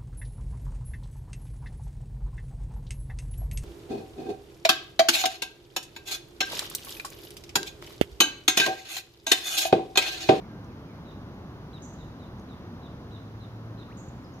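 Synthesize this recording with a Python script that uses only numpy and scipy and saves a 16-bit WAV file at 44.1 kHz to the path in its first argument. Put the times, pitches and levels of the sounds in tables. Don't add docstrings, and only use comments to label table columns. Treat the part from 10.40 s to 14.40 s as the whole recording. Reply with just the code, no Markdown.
import sys
import numpy as np
from scipy import signal
from scipy.fft import rfft, irfft
from scipy.io import wavfile
from scipy.ndimage import uniform_filter1d

SR = 44100
rng = np.random.default_rng(int(sys.argv[2]) if len(sys.argv) > 2 else 0)


def waveform_to_disk(signal):
    frames = np.transpose(np.atleast_2d(signal))
    scaled = np.clip(frames, -1, 1) * 32767
    samples = np.round(scaled).astype(np.int16)
    wavfile.write(sys.argv[1], SR, samples)


N = 176400


def undb(db):
    return 10 ** (np.asarray(db) / 20)


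def add(out, start_s, x):
    i = max(int(start_s * SR), 0)
    out[i:i + len(x)] += x[:max(N - i, 0)]


def noise(spectrum):
    hz, db = np.array(spectrum).T
    f = np.arange(N // 2 + 1) * SR / N + 1
    gain = undb(np.interp(np.log(f), np.log(hz), db)) * np.minimum(f / hz[0], 1)
    x = irfft(rfft(rng.standard_normal(N)) * gain, N)
    return x / x.std()


def drift(rate_hz):
    hold = int(SR / rate_hz)
    steps = np.repeat(rng.standard_normal(N // hold + 1), hold)
    x = uniform_filter1d(uniform_filter1d(steps, hold), hold)[:N]
    return x / x.std()


def pan(db):
    return undb(np.array([[db], [-db]]) / 2)


def tone(hz, db, taper=0.11):
    return undb(db) * np.sin(2 * np.pi * np.cumsum(hz) / SR) * signal.windows.tukey(len(hz), taper)


def tree_echoes(x, t60_s=0.61, trunks_per_s=500, needle_gain=0.7, build_s=0.0055):
    t = np.arange(SR) / SR
    arrivals = rng.random((2, SR)) < trunks_per_s / SR
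    trunks = rng.standard_normal((2, SR)) * arrivals * np.sqrt(SR / trunks_per_s)
    needles = needle_gain * rng.standard_normal((2, SR))
    response = (trunks + needles) * np.exp(-np.log(1000) * t / t60_s) * (1 - np.exp(-t / build_s))
    response /= np.sqrt(np.sum(response ** 2, axis=1, keepdims=True))
    return signal.fftconvolve(x[None], response, axes=1)[:, :N]


def from_road(x, lag_s=0.00012):
    return np.array([x, np.roll(x, int(lag_s * SR))])


# frequency_hz, relative_density_db
RUMBLE_COMMON = [(20, -18), (32, -18), (50, -4), (110, 1), (190, -1), (290, -3.5), (420, -11), (700, -15.5),
                 (1050, -16.5), (1500, -23), (2400, -34.5), (4000, -33.5), (6000, -47.5), (9000, -67)]
# frequency_hz, relative_density_db
RUMBLE_SIDE = [(20, -10), (50, 7), (120, 5), (300, -1), (600, -1.5), (1100, -0.5), (1600, -3.5),
               (2500, -13.5), (4000, -34), (6000, -34), (9000, -44)]


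def traffic():
    common = noise(RUMBLE_COMMON) * undb(-42.5 + 0.5 * drift(3))
    side = noise(RUMBLE_SIDE) * undb(-58)
    return from_road(common) + np.array([side, -side])


# start_s, length_s, from_hz, to_hz, echo_level_db
SLURS = [(.0, 0.067, 2450, 1985, -64), (0.077, 0.072, 1647, 1535, -60.5), (.29, 0.051, 2750, 2000, -65.5),
         (.31, .03, 5600, 4900, -74), (.40, .06, 3200, 3000, -77), (.46, .095, 2540, 1983, -64.5),
         (3.75, .09, 2550, 2040, -70), (3.841, .012, 5580, 4600, -57), (3.937, .01, 7030, 5200, -57),
         (3.991, .008, 6800, 5900, -57)]


def far_birds():
    calls = np.zeros(N)
    for start, length, high, low, db in SLURS:
        add(calls, start, tone(np.geomspace(high, low, int(length * SR)), db, taper=0.26))
    return undb(-3) * calls + tree_echoes(calls, t60_s=0.66)


# start_s, level_db
TICKS = [(.245, -61), (1.985, -61), (1.995, -56.5)]
# frequency_hz, relative_density_db
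TICK_SPECTRUM = [(2000, -22), (4500, 2), (6300, 8.5), (8500, -4), (11000, -2), (13000, -28)]


def twigs(decay_s=0.0034):
    ticks, t = np.zeros(N), np.arange(SR // 20) / SR
    for start, db in TICKS:
        add(ticks, start, undb(db) * noise(TICK_SPECTRUM)[:len(t)] * np.exp(-t / decay_s))
    return ticks + undb(-3) * tree_echoes(ticks, t60_s=0.2)


# start_s, top_pitch_hz, length_s, direct_level_db, scattered_level_db
CHIRPS = [(0.652, 3984, 0.068, -60, -58), (1.33, 4090, 0.06, -50, -59), (1.574, 4030, 0.065, -64, -58.5),
          (1.788, 4030, 0.061, -63, -59.5), (2.086, 4020, 0.056, -59.5, -59.5),
          (2.418, 3985, .064, -58.5, -58), (2.706, 4070, .070, -59, -55),
          (2.998, 4110, 0.057, -58.5, -57.5), (3.375, 4076, 0.061, -56, -56)]
# length_fraction, pitch_ratio, relative_level_db
CHIRP_CONTOUR = [(0, .68, -5), (.07, .995, -3.5), (.28, 0.98, 0.5), (.52, .92, -3), (0.801, 0.88, -5),
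                 (.89, 0.72, -7), (1, .62, -14)]


def chirping_bird(waver_depth=0.012, octave_db=-20):
    direct, scattered = np.zeros(N), np.zeros(N)
    waver = 1 + waver_depth * drift(250)
    fraction, ratio, contour_db = np.array(CHIRP_CONTOUR).T
    for start, top_hz, length, direct_db, scattered_db in CHIRPS:
        progress = np.linspace(0, 1, int(length * SR))
        hz = top_hz * np.interp(progress, fraction, ratio) * waver[int(start * SR):][:len(progress)]
        effort_db = np.interp(progress, fraction, contour_db)
        call = tone(hz, effort_db, taper=0.026) + tone(2 * hz, 2 * effort_db + octave_db)
        add(direct, start, undb(direct_db) * call)
        add(scattered, start, undb(scattered_db) * call)
    branches = tree_echoes(scattered, t60_s=0.09)
    tail = undb(0.5) * tree_echoes(scattered, t60_s=0.72)
    return direct + (branches + tail) * pan(-1.5)


# start_s, lowest_hz, highest_hz, level_db
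CHIPS = [(1.4215, 5720, 8120, -48), (3.5705, 6093, 8160, -51)]


def chipping_bird(length_s=0.00824, left_lag_s=0.00008):
    chips, progress = np.zeros(N), np.linspace(0, 1, int(length_s * SR))
    up_and_down = 1 - np.abs(2 * progress - 1)
    for start, low, high, db in CHIPS:
        chip = tone(low + (high - low) * up_and_down, db, taper=0.05)
        band = signal.butter(5, [low, high], "bandpass", fs=SR, output="sos")
        add(chips, start, signal.sosfilt(band, np.pad(chip, (0, len(chip)))))
    direct = np.array([np.roll(chips, int(left_lag_s * SR)), chips]) * pan(-7)
    return direct + undb(9.5) * tree_echoes(chips) * pan(-5)


# start_s, length_s, centre_hz, level_db
GUSTS = [(1.551, 0.22, 52, -48), (1.889, 0.14, 111.5, -40)]


def wind_gusts():
    out = np.zeros(N)
    for start, length, hz, db in GUSTS:
        count = int(length * SR)
        band = noise([(hz / 2, -12), (hz, 0), (2 * hz, -18), (10 * hz, -70)])[:count]
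        add(out, start, undb(db) * band * np.hanning(count))
    return out


# time_s, firing_rate_hz, level_db
ENGINE = [(2.35, 100.6, -64), (2.72, 104.8, -48.5), (2.9, 107.6, -41), (3.12, 110.1, -40.5),
          (3.3, 111.9, -37.5), (3.5, 117, -47.5), (3.7, 124, -46), (4, 121, -51)]


def far_engine(wander_depth=0.0061, octave_db=-27.5, flutter_db=0.5):
    t = np.arange(N) / SR
    times, firing_hz, db = np.array(ENGINE).T
    hz = np.interp(t, times, firing_hz) * (1 + wander_depth * drift(10))
    phase = 2 * np.pi * np.cumsum(hz) / SR
    hum = np.sin(phase) + undb(octave_db) * np.sin(2 * phase)
    return from_road(hum * undb(np.interp(t, times, db) - flutter_db * drift(12)))


def whistling_bird(start_s=3.484, length_s=0.049, from_hz=1220, to_hz=3160):
    call, progress = np.zeros(N), np.linspace(0, 1, int(length_s * SR))
    hz = from_hz + (to_hz - from_hz) * progress ** 2.1
    add(call, start_s, tone(hz, db=-51 - 6.5 * progress))
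    return call + undb(-18) * tree_echoes(call)


def scene():
    return (traffic() + far_birds() + twigs() + chirping_bird() + chipping_bird()
            + wind_gusts() + far_engine() + whistling_bird())


# centre_hz, single_pass_width_hz
NOTCHES = [(7680, 830), (9600, 640)]


def record(dry, hiss_db=-63.5, cutoff_hz=15750):
    hiss_spectrum = [(1000, 10.5), (6000, 5.5), (8500, -4), (11500, -2), (16000, -6.5)]
    x = dry + undb(hiss_db) * np.array([noise(hiss_spectrum), noise(hiss_spectrum)])
    for hz, width in NOTCHES:
        b, a = signal.iirnotch(hz, hz / width, fs=SR)
        x = signal.lfilter(b, a, signal.lfilter(b, a, x))
    return signal.sosfilt(signal.ellip(12, 0.2, 70, cutoff_hz, fs=SR, output="sos"), x)


dry = scene()
out = record(dry)
waveform_to_disk(out)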